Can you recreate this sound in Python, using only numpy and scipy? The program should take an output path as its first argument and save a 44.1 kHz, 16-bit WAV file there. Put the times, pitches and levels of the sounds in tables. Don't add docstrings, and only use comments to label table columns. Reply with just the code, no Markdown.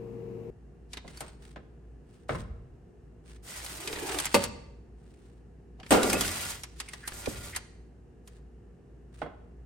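import sys
import numpy as np
from scipy import signal
from scipy.fft import rfft, irfft, next_fast_len
from scipy.io import wavfile

SR = 44100
rng = np.random.default_rng(int(sys.argv[2]) if len(sys.argv) > 2 else 0)


def dump_mix(stems):
    frames = np.atleast_2d(stems).T
    limited = np.clip(frames, -1, 1)
    pcm = np.round(limited * 32767).astype(np.int16)
    wavfile.write(sys.argv[1], SR, pcm)


N = 425565
TIME = np.arange(N) / SR
RIGHT_LAG_S = 3e-5

# f/Hz, relative level/dB, t60/s
TRAY_MODES = [(193, -5.5, 0.17), (258, -9, 0.16), (392, -5, .14), (483.6, -1.5, 0.091), (571, -3.5, .13),
              (925.5, -13, 0.085), (1157.6, 4, .085), (1771, -9.5, 0.09), (2083, -6.5, 0.07),
              (2674, -6.5, 0.083), (2821, -11.5, 0.074), (4570, -9, 0.064)]
# f/Hz, relative level/dB, t60/s
RACK_MODES = [(94, -17.5, .45), (138, -8.5, 0.16), (187.5, -5, 0.4), (226, -6.5, 0.37), (383, 0, 0.26),
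              (440, -2.5, .25), (575, -7, .22), (689, -5.5, .25), (758, -5.5, .25), (1173, -1, .16),
              (1404, -6, 0.42), (2180, -14.5, 0.27)]
# f/Hz, relative level/dB
CRACK_COLOUR = [(800, -12), (2500, 4.5), (4000, 6), (7000, 4.5), (9300, 4.5), (12000, -2), (16000, -19)]
# f/Hz, relative level/dB
PAPER_COLOUR = [(300, -7.5), (1500, 3.5), (4000, -2), (7000, -6), (9000, 1), (11000, -21), (16000, -13.5)]


def clangs():
    # t/s, clatter/dB, brightness/(dB/octave), clatter t60/s, tray modes/dB, rack modes/dB,
    # gap between edges/s, cabinet boom/dB
    landings = [(4.3428, -17, 0.5, 0.12, -15.5, -61.5, 0.0043, -37),
                (5.9075, -16, -1.1, 0.39, -27.5, -21.5, 0.011, -35.5),
                (6.03, -29, -8, 0.36, -38.5, -34.5, .008, -45),
                (6.128, -28.5, -7.5, 0.33, -42.5, -34, 0.0064, -48.5)]
    # relative level/dB, added brightness/(dB/octave)
    edges = [(-1.5, 1), (-0.5, 0), (-8, -4)]
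    # f/Hz, relative level/dB
    clatter_colour = [(20, -59), (55, -30.5), (140, -21), (220, -4), (480, -1.5), (800, -3.5),
                      (1200, -10.5), (1700, -14), (2700, -15), (6000, -23.5), (8600, -18.5), (11000, -25.5),
                      (16000, -28.5)]
    out = np.zeros((2, N))
    rise = 1 - np.exp(-TIME[:SR // 2] / 0.0015)
    for s, db, tilt_db, t60, tray_db, rack_db, gap_s, boom_db in landings:
        for k, (edge_db, edge_tilt_db) in enumerate(edges):
            tilt = tilt_db + edge_tilt_db
            clatter = dense_ring(clatter_colour, t60, damping=0.093, tilt_db=tilt, size=16384)
            add(out, s + k * gap_s, from_db(db + edge_db) * clatter)
        add(out, s, rise * from_db(tray_db) * ring(TRAY_MODES))
        add(out, s + gap_s, rise * from_db(rack_db) * ring(RACK_MODES))
        add(out, s, from_db(boom_db) * boom())
    return out


def ticks():
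    # t/s, level/dB, brightness/(dB/octave), struck wire f/Hz, wire level re catch/dB
    catches = [(0.933, -23.5, -1, 3750, -16), (0.971, -22.5, -6.5, 3740, -13), (1.078, -32, -4, 2070, -9.5),
               (1.173, -32, 5, 4540, -7), (1.206, -22, 6.5, 8630, -13), (1.28, -37.5, -6, 8440, -8),
               (3.6627, -23.5, -1, 2930, -14.5), (3.8746, -16, -2, 2450, -15),
               (3.9287, -19, -8, 2340, -12.5), (3.959, -23.5, -6.5, 1860, -12),
               (3.9859, -23, -8, 2900, -14), (4.187, -12.5, 2, 3340, -13.5),
               (4.2002, -14.5, 7.5, 9040, -13), (4.2543, -12, 7, 7440, -15),
               (4.266, -19.5, -3, 2000, -11.5), (4.3439, -7.5, 1, 4500, -15),
               (4.4391, -13.5, 4.5, 4550, -19), (5.7998, -34.5, -7.5, 2870, -15.5),
               (5.8315, -29.5, -10, 3230, -19.5), (5.8639, -32.5, -5.5, 2330, -15),
               (5.907, -16.5, 8.5, 8640, -1.5), (5.925, -14, 5, 8490, -9.5), (6.031, -10, 3, 3960, -15),
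               (6.0987, -10.5, 3, 5130, -17), (6.13, -8, 8.5, 2160, -14.5), (6.2092, -7, 6, 3430, -19.5),
               (6.235, -20, 2.5, 2850, -11.5), (6.248, -19, -7, 1460, -12.5), (6.2782, -16.5, 4, 5300, -18),
               (6.635, -21.5, 1.5, 5600, -17), (6.801, -16.5, 0.5, 1310, -16), (6.887, -30, 3, 8800, -8),
               (6.934, -23, -1.5, 1860, -15), (7.0764, -15.5, 5.5, 9020, -16),
               (7.121, -28, -8.5, 1650, -11), (7.2586, -20, -2.5, 2390, -16), (7.55, -24, -6.5, 1120, -17),
               (7.5621, -13, 5, 8900, -18), (8.2753, -34.5, 6, 6650, -21)]
    # f/Hz, relative level/dB
    rack_colour = [(150, -8.5), (450, -11), (900, -1), (1500, -1.5), (1950, 0), (2700, -4), (3200, -2),
                   (3700, -14.5), (4200, -12), (4700, -4), (5500, -23), (16000, -43.5)]
    rise_in_db, crack_db, scatter_db, rack_db = -31.5, -8.5, -13, -18.5
    rise_in_t60_s, note_t60_s, note_spread = 0.098, 0.04, 0.038
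    out, t = np.zeros((2, N)), TIME[:8192]
    rise = 1 - np.exp(-t / 0.0006)
    for s, db, tilt_db, note_hz, note_db in catches:
        rise_in = dense_ring(CRACK_COLOUR, rise_in_t60_s, damping=0, tilt_db=tilt_db, size=2048)[:, ::-1]
        crack = direct(dense_ring(CRACK_COLOUR, t60=0.0034, damping=0.056, tilt_db=tilt_db, size=2048)[0])
        scatter = dense_ring(CRACK_COLOUR, t60=0.054, damping=0.044, tilt_db=tilt_db, size=len(t))
        rack = dense_ring(rack_colour, t60=0.09, damping=0.12, size=len(t))
        note = from_db(-60 * t / note_t60_s) * cluster(note_hz, note_spread, t)
        tail = from_db(db + scatter_db) * scatter
        tail = tail + from_db(db + rack_db) * rack
        tail = tail + from_db(db + note_db) * note
        add(out, s - rise_in.shape[1] / SR, from_db(db + rise_in_db) * rise_in)
        add(out, s, from_db(db + crack_db) * crack)
        add(out, s, rise * tail)
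    return out


def slides():
    # f/Hz, relative level/dB
    hiss_colour = [(150, -20), (600, 2), (1600, -4), (2500, -8), (4000, -3.5), (6500, 0), (9000, 3.5),
                   (10500, -4), (13000, -2), (16000, -11)]
    rub_colour = [(300, -18.5), (800, -4.5), (1500, -1), (2600, 2), (4200, -2.5), (6000, -12), (16000, -36)]
    judder_colour = [(20, -35), (100, -20), (190, -11.5), (240, -11), (330, 10), (520, -10), (640, -1.5),
                     (900, -4), (1400, -11), (2600, -7), (6000, -34.5), (16000, -56.5)]
    rumble_colour = [(30, -32.5), (55, 1), (70, -11), (92, 8.5), (110, -16), (200, -10), (300, -27),
                     (1000, -58)]
    # f/Hz, relative level/dB, t60/s
    wire_modes = [(1425, 2, 0.084), (1960, 0.5, 0.11), (2450, 1.5, 0.084), (3240, -3.5, 0.13),
                  (4700, -4, .12), (5200, -4, .09), (8415, 3, 0.046)]
    on_rack_s = 5.0
    hiss, judder, rumble = pushing()
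    contact = from_db(3.5) * hiss * grit(hiss_colour, per_s=3700, spread_db=0.0) * from_db(3.0 * drift(63))
    wires = from_db(-1.4) * travelling(hiss * grains(per_s=130, spread_db=1.0), rub_colour, t60=0.12)
    singing = from_db(-6.0) * excite(hiss * grains(per_s=120, spread_db=1.0), ring(wire_modes))
    snags = from_db(-9) * travelling(hiss * grains(per_s=39, spread_db=-2.0), CRACK_COLOUR, t60=0.037)
    snap = dense_ring(PAPER_COLOUR, t60=0.012, damping=0, size=2048)
    crinkles = from_db(-5.5) * excite(hiss * grains(per_s=55, spread_db=1.5), snap)
    coarse = judder * grains(per_s=530, spread_db=-0.5)
    sheet = from_db(-9.0) * travelling(coarse, judder_colour, t60=0.13)
    tray = from_db(-20) * excite(coarse, ring(TRAY_MODES))
    rack = from_db(-7.5) * excite(coarse * (TIME > on_rack_s), ring(RACK_MODES))
    cabinet = rumble * noise(rumble_colour, N)
    return contact + wires + singing + snags + crinkles + sheet + tray + rack + cabinet


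def pushing():
    # start/s, end/s, hiss/dB, judder at start/dB, judder at end/dB, cabinet rumble/dB
    pushes = [(3.422, 4.178, -49, -57, -30, -58.5), (5.978, 6.509, -40.5, -27, -48, -42.5),
              (7.077, 7.488, -51.5, -47, -49, -51)]
    hiss_release_s, judder_release_s = 0.044, 0.005
    judder_settles = 0.83
    hiss_follows, rumble_follows = 0.085, 0.26
    waver_db, waver_per_s = -0.34, 67
    hiss = judder = rumble = 0
    for start, end, hiss_db, first_db, last_db, rumble_db in pushes:
        settled = start + judder_settles * (end - start)
        judder_db = np.interp(TIME, [start, settled], [first_db, last_db])
        swing_db = judder_db - (first_db + last_db) / 2
        sliding = stroke(start, end, hiss_release_s)
        hiss = hiss + sliding * from_db(hiss_db + hiss_follows * swing_db)
        rumble = rumble + sliding * from_db(rumble_db + rumble_follows * swing_db)
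        judder = judder + stroke(start, end, judder_release_s) * from_db(judder_db)
    return np.array([hiss, judder, rumble]) * from_db(waver_db * drift(waver_per_s))


def stroke(start, end, release_s):
    attack_s = 0.078
    release = np.exp(-np.clip((TIME - end) / release_s, 0, 20))
    return np.clip((TIME - start) / attack_s, 0, 1) * release


def scrapes():
    # t/s, length/s, first pitch/Hz, last pitch/Hz, level/dB
    drags = [(3.82, .2, 415.5, 429.3, -43.5), (3.998, 0.077, 404.5, 384.6, -39),
             (3.996, 0.19, 830, 769, -44), (4.095, 0.095, 400, 383.5, -38.5), (5.927, 0.074, 370, 457, -27),
             (5.949, 0.12, 1300, 1480, -36.5), (6.11, 0.079, 570, 533, -37.5),
             (6.112, .078, 2340, 2720, -38), (6.237, 0.067, 2080, 1920, -46),
             (6.382, 0.086, 2150, 2450, -51)]
    width_hz, octave_db = 100, -13
    lowpass = signal.butter(2, width_hz / 2, fs=SR)
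    out = np.zeros((2, N))
    for s, length, first_hz, last_hz, db in drags:
        size = round(length * SR)
        phase = 2 * np.pi * np.cumsum(np.linspace(first_hz, last_hz, size)) / SR
        rough = signal.lfilter(*lowpass, rng.standard_normal((4, size + 2048)))[:, 2048:]
        note = rough[0] * np.sin(phase) + rough[1] * np.cos(phase)
        octave = rough[2] * np.sin(2 * phase) + rough[3] * np.cos(2 * phase)
        tone = rms_one(note + from_db(octave_db) * octave)
        add(out, s, direct(from_db(db) * np.sqrt(np.hanning(size)) * tone))
    return out


def squeaks():
    # t/s, length/s, pitch f/Hz, level/dB
    rubs = [(5.791, 0.03, 704, -52), (6.879, 0.024, 2280, -47.5), (7.028, 0.05, 1700, -47.5),
            (7.526, 0.052, 2030, -43.5)]
    return sum(from_db(db) * swell(s, length) * resonant_noise(hz, width_hz=0.29 * hz)
               for s, length, hz, db in rubs)


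def knocks():
    # t/s, level/dB, t60/s, contact cut-off f/Hz,
    # cabinet boom/dB, left-right/dB, panel notes re knock/dB, steel ring/dB
    blows = [(1.044, -46, 0.33, 700, -48.5, -2, 2, -60), (1.207, -38.5, 0.2, 3080, -53, 1.5, 5.5, -49),
             (1.56, -38, 0.1, 3560, -51.5, 1, -2, -60), (2.2926, -24.5, 0.12, 2900, -32.5, 0.5, 5, -41),
             (2.322, -39, 0.11, 5000, -40, 5, -2, -41.5), (2.348, -32, 0.1, 2400, -44, 1, -14, -37),
             (7.267, -17.5, 0.051, 453, -42.5, -4.5, -29, -64),
             (9.2173, -31, 0.11, 2850, -53.5, -3.5, 9, -40), (9.2618, -41, 0.1, 2180, -63, -5, 11.5, -48.5)]
    # f/Hz, relative level/dB
    knock_colour = [(20, -23), (60, 3), (200, -0.5), (400, 2), (650, 1), (1000, -1.5), (1600, -4),
                    (3000, -13.5), (6000, -19.5), (16000, -21.5)]
    # f/Hz, relative level/dB, t60/s
    panel_modes = [(667, 9, 0.0094), (1100, -24, 0.017), (1470, 7, 0.0056)]
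    # f/Hz, relative level/dB, t60/s
    door_modes = [(466, 1.5, 0.15), (1043, -1, 0.11), (1318, -14, 0.37), (1550, -8.5, 0.16),
                  (2076, -5, 0.093), (2740, -18.5, 0.19), (3330, -21, .19)]
    out, t = np.zeros((2, N)), TIME[:SR // 2]
    notes = sum(from_db(db - 60 * t / t60) * np.sin(2 * np.pi * hz * t) for hz, db, t60 in panel_modes)
    panel = (t / 0.0019) * notes
    for s, db, t60, contact_hz, boom_db, pan_db, panel_db, steel_db in blows:
        body = from_db(panel_db) * panel + dispersed(dense_ring(knock_colour, t60, damping=0.044, size=len(t)))
        knock = signal.lfilter(*signal.butter(2, min(contact_hz, SR / 3), fs=SR), body)
        steel = (1 - np.exp(-t / 0.0043)) * ring(door_modes)
        pan = from_db(pan_db * np.array([[0.5], [-0.5]]))
        add(out, s, pan * (from_db(db) * knock + from_db(steel_db) * steel))
        add(out, s, from_db(boom_db) * boom())
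    return out


def dispersed(x):
    lag_s, lag_below_hz = 0.01497, 382.3
    hz = np.arange(x.shape[1] // 2 + 1) * SR / x.shape[1]
    turn = 2 * np.pi * lag_s * lag_below_hz * np.arctan(hz / lag_below_hz)
    return irfft(rfft(x) * np.exp(-1j * turn), x.shape[1])


def boom():
    # f/Hz, relative level/dB
    boom_colour = [(25, -26.5), (50, -9), (85, -5), (140, -11), (220, -11.5), (400, -23), (1000, -56)]
    return (1 - np.exp(-TIME[:SR] / 0.012)) * dense_ring(boom_colour, t60=0.16, damping=0.73)


def parchment():
    # t/s, length/s, level/dB
    shifts = [(1.028, 0.33, -57.5), (1.38, 0.17, -62), (2.026, 0.24, -70.5), (2.279, 0.048, -45.5),
              (2.329, 0.035, -46.5), (2.366, 0.043, -49.5), (2.386, 0.1, -71), (3.23, 0.15, -60),
              (3.47, 0.2, -48.5), (4.062, 0.089, -35.5), (4.164, 0.1, -38), (4.259, 0.15, -43.5),
              (4.367, 0.097, -39), (4.924, 0.51, -71), (5.81, 0.23, -55.5), (6.65, 0.85, -58),
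              (7.49, 0.1, -60), (8.255, 0.15, -67), (9.112, 0.15, -62.5)]
    release_s, clump_db, clumps_per_s = 0.0088, 3.5, 170
    bend = sum(from_db(db) * swell(s, length) ** 2 for s, length, db in shifts)
    keep = np.exp(-1 / (release_s * SR))
    bend = signal.lfilter([1 - keep], [1, -keep], bend + 1e-18)
    clumps = from_db(clump_db * drift(clumps_per_s))
    return bend * clumps * grit(PAPER_COLOUR, per_s=3000, spread_db=3.5)


def background():
    # f/Hz, relative level/dB
    drone_colour = [(20, -62), (50, -1), (120, -6), (200, 2.5), (300, -5.5), (450, 2), (550, -13.5),
                    (1000, -20), (1400, -29.5), (2800, -32), (3200, -41.5), (7500, -45), (9000, -47.5),
                    (16000, -49)]
    fan_colour = [(20, -33.5), (40, -19), (56, 2.5), (75, -13.5), (140, -8.5), (230, -16.5), (450, -19),
                  (540, -27.5), (1000, -36.5), (1400, -38.5), (2800, -48), (3400, -53.5), (8500, -53.5),
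                  (16000, -70)]
    # f/Hz, level/dB (rms; the drone's before panning)
    drone_tones = [(118.4, -48), (360.7, -50.5), (382.2, -58), (463.0, -45.5)]
    fan_tones = [(57.5, -54), (120, -74.5), (242, -68), (361, -69), (409, -70), (474, -72)]
    # f/Hz, width of one filter pass/Hz, rms level/dB
    duct_modes = [(720, 200, -76.5), (1710, 370, -83.5), (2770, 420, -89)]
    drone_end_s, fade_s = 0.503, 0.0017
    drone = from_db(-44.5) * noise(drone_colour, N) + hum(drone_tones, waver=0.66, rate=11.2)
    fan = from_db(-53) * noise(fan_colour, N) + hum(fan_tones, waver=0.47, rate=3.3)
    duct = sum(from_db(db) * resonant_noise(hz, width_hz) for hz, width_hz, db in duct_modes)
    droning = np.clip((drone_end_s - TIME) / fade_s, 0, 1)
    return droning * drone * from_db([[1.8], [-2.4]]) + (1 - droning) * fan + duct


def hum(tones, waver, rate):
    return sum(from_db(db) * np.sqrt(2) * np.sin(2 * np.pi * hz * TIME + waver * drift(rate))
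               for hz, db in tones)


def kitchen(x):
    # f/Hz, relative level/dB
    walls = [(60, 7.0), (300, 0.5), (1500, -0.5), (5000, 1.0), (9000, -4.5), (11000, -20.5), (16000, -12.0)]
    tail = dense_ring(walls, t60=0.71, damping=0.08) * (1 - np.exp(-TIME[:SR] / 0.0028))
    return excite(x.mean(axis=0), tail)


def from_db(db):
    return 10 ** (np.asarray(db) / 20)


def rms_one(x):
    return x / np.sqrt(np.mean(x ** 2) + 1e-20)


def at_hz(points, hz):
    table = np.array(points)
    return np.interp(np.log(hz), np.log(table[:, 0]), table[:, 1])


def add(out, s, sound):
    start = round(s * SR)
    out[:, start:start + sound.shape[1]] += sound[:, :N - start]


def drift(rate):
    knots = rng.standard_normal(int(rate * N / SR) + 2)
    return np.interp(TIME * rate, np.arange(len(knots)), knots)


def swell(s, length):
    return np.sqrt(np.maximum(1 - (2 * (TIME - s) / length - 1) ** 2, 0))


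def coloured(mid, side, colour, tilt_db=0):
    # f/Hz, likeness/1
    likeness = [(60, 1), (150, 0.91), (350, 0.45), (700, 0.25), (1500, 0.16), (3000, 0.12), (8000, 0.5),
                (14000, 0.4)]
    padded = next_fast_len(len(mid))
    hz = np.maximum(np.arange(padded // 2 + 1) * SR / padded, 1)
    alike = np.clip(at_hz(likeness, hz), 0, 1)
    shared = np.sqrt(1 + alike) * rfft(mid, padded)
    opposed = np.sqrt(1 - alike) * rfft(side, padded) * [[1], [-1]]
    both = shared + opposed
    both[1] *= np.exp(-2j * np.pi * hz * RIGHT_LAG_S)
    gain = from_db(at_hz(colour, hz) + tilt_db * np.log2(hz + 200))
    return rms_one(irfft(both * gain, padded)[:, :len(mid)])


def noise(colour, size, tilt_db=0):
    return coloured(*rng.standard_normal((2, size)), colour, tilt_db)


def grains(per_s, spread_db):
    sizes = from_db(spread_db * np.minimum(rng.exponential(1, N), 4)) * rng.choice([-1, 1], N)
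    return rms_one(sizes * (rng.random(N) < per_s / SR))


def grit(colour, per_s, spread_db):
    return coloured(grains(per_s, spread_db), grains(per_s, spread_db), colour)


def resonant_noise(hz, width_hz):
    b, a = signal.iirpeak(hz, hz / width_hz, fs=SR)
    hiss = rng.standard_normal(N) + 0.26 * rng.standard_normal((2, N))
    return rms_one(signal.lfilter(b, a, signal.lfilter(b, a, hiss)))


def dense_ring(colour, t60, damping, tilt_db=0, size=SR):
    spectrum = rfft(noise(colour, size, tilt_db))
    octave = np.log2(np.clip(np.arange(spectrum.shape[1]) * SR / size, 62.5, 16000) / 1000)
    out = 0
    for k in range(-4, 5):
        band = irfft(spectrum * np.maximum(1 - abs(octave - k), 0), size)
        out = out + band * 1000 ** (-TIME[:size] * 2 ** (k * damping) / max(t60, 0.002))
    return out


def cluster(hz, spread, t, side_turn=0.17, count=4):
    pitches = hz * (1 + spread * ((np.arange(count) + rng.random(count)) * 2 / count - 1))
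    phases = rng.uniform(0, 2 * np.pi, count) + side_turn * rng.standard_normal((2, count))
    angles = 2 * np.pi * np.outer(pitches, t)
    return (np.cos(phases) @ np.sin(angles) + np.sin(phases) @ np.cos(angles)) / np.sqrt(count)


def ring(modes, uneven_db=2.5):
    mode_spread = 0.026
    t, out = TIME[:SR // 2], 0
    for hz, db, t60 in modes:
        level_db = db + uneven_db * rng.standard_normal() - 60 * t / t60
        out = out + from_db(level_db) * cluster(hz, mode_spread, t, count=3)
    return out


def excite(force, response):
    unit = rms_one(response) / np.sqrt(response.shape[1])
    return signal.oaconvolve(np.atleast_2d(force), unit, axes=1)[:, :N]


def travelling(force, colour, t60, count=6):
    place = np.cumsum(np.abs(22 + 6 * drift(5))) / SR
    out = 0
    for k in range(count):
        near = np.sqrt(np.maximum(1 - abs((place - k) % count - 1), 0))
        out = out + excite(force * near, dense_ring(colour, t60, damping=0.068, size=8192))
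    return out


def direct(x):
    hz = np.arange(len(x) // 2 + 1) * SR / len(x)
    lag_s = np.array([[0], [RIGHT_LAG_S]])
    return irfft(rfft(x) * np.exp(-2j * np.pi * hz * lag_s), len(x))


def scene():
    near = clangs() + ticks() + slides() + scrapes() + squeaks() + parchment()
    dull = knocks()
    room = kitchen(from_db(-14.5) * near + from_db(-12.5) * dull)
    return (near + dull + room) * from_db([[-0.2], [0.2]]) + background()


def record(dry):
    cutoff_hz = 16400
    return signal.sosfiltfilt(signal.ellip(8, 0.1, 50, cutoff_hz, fs=SR, output="sos"), dry)


dry = scene()
out = record(dry)
dump_mix(out)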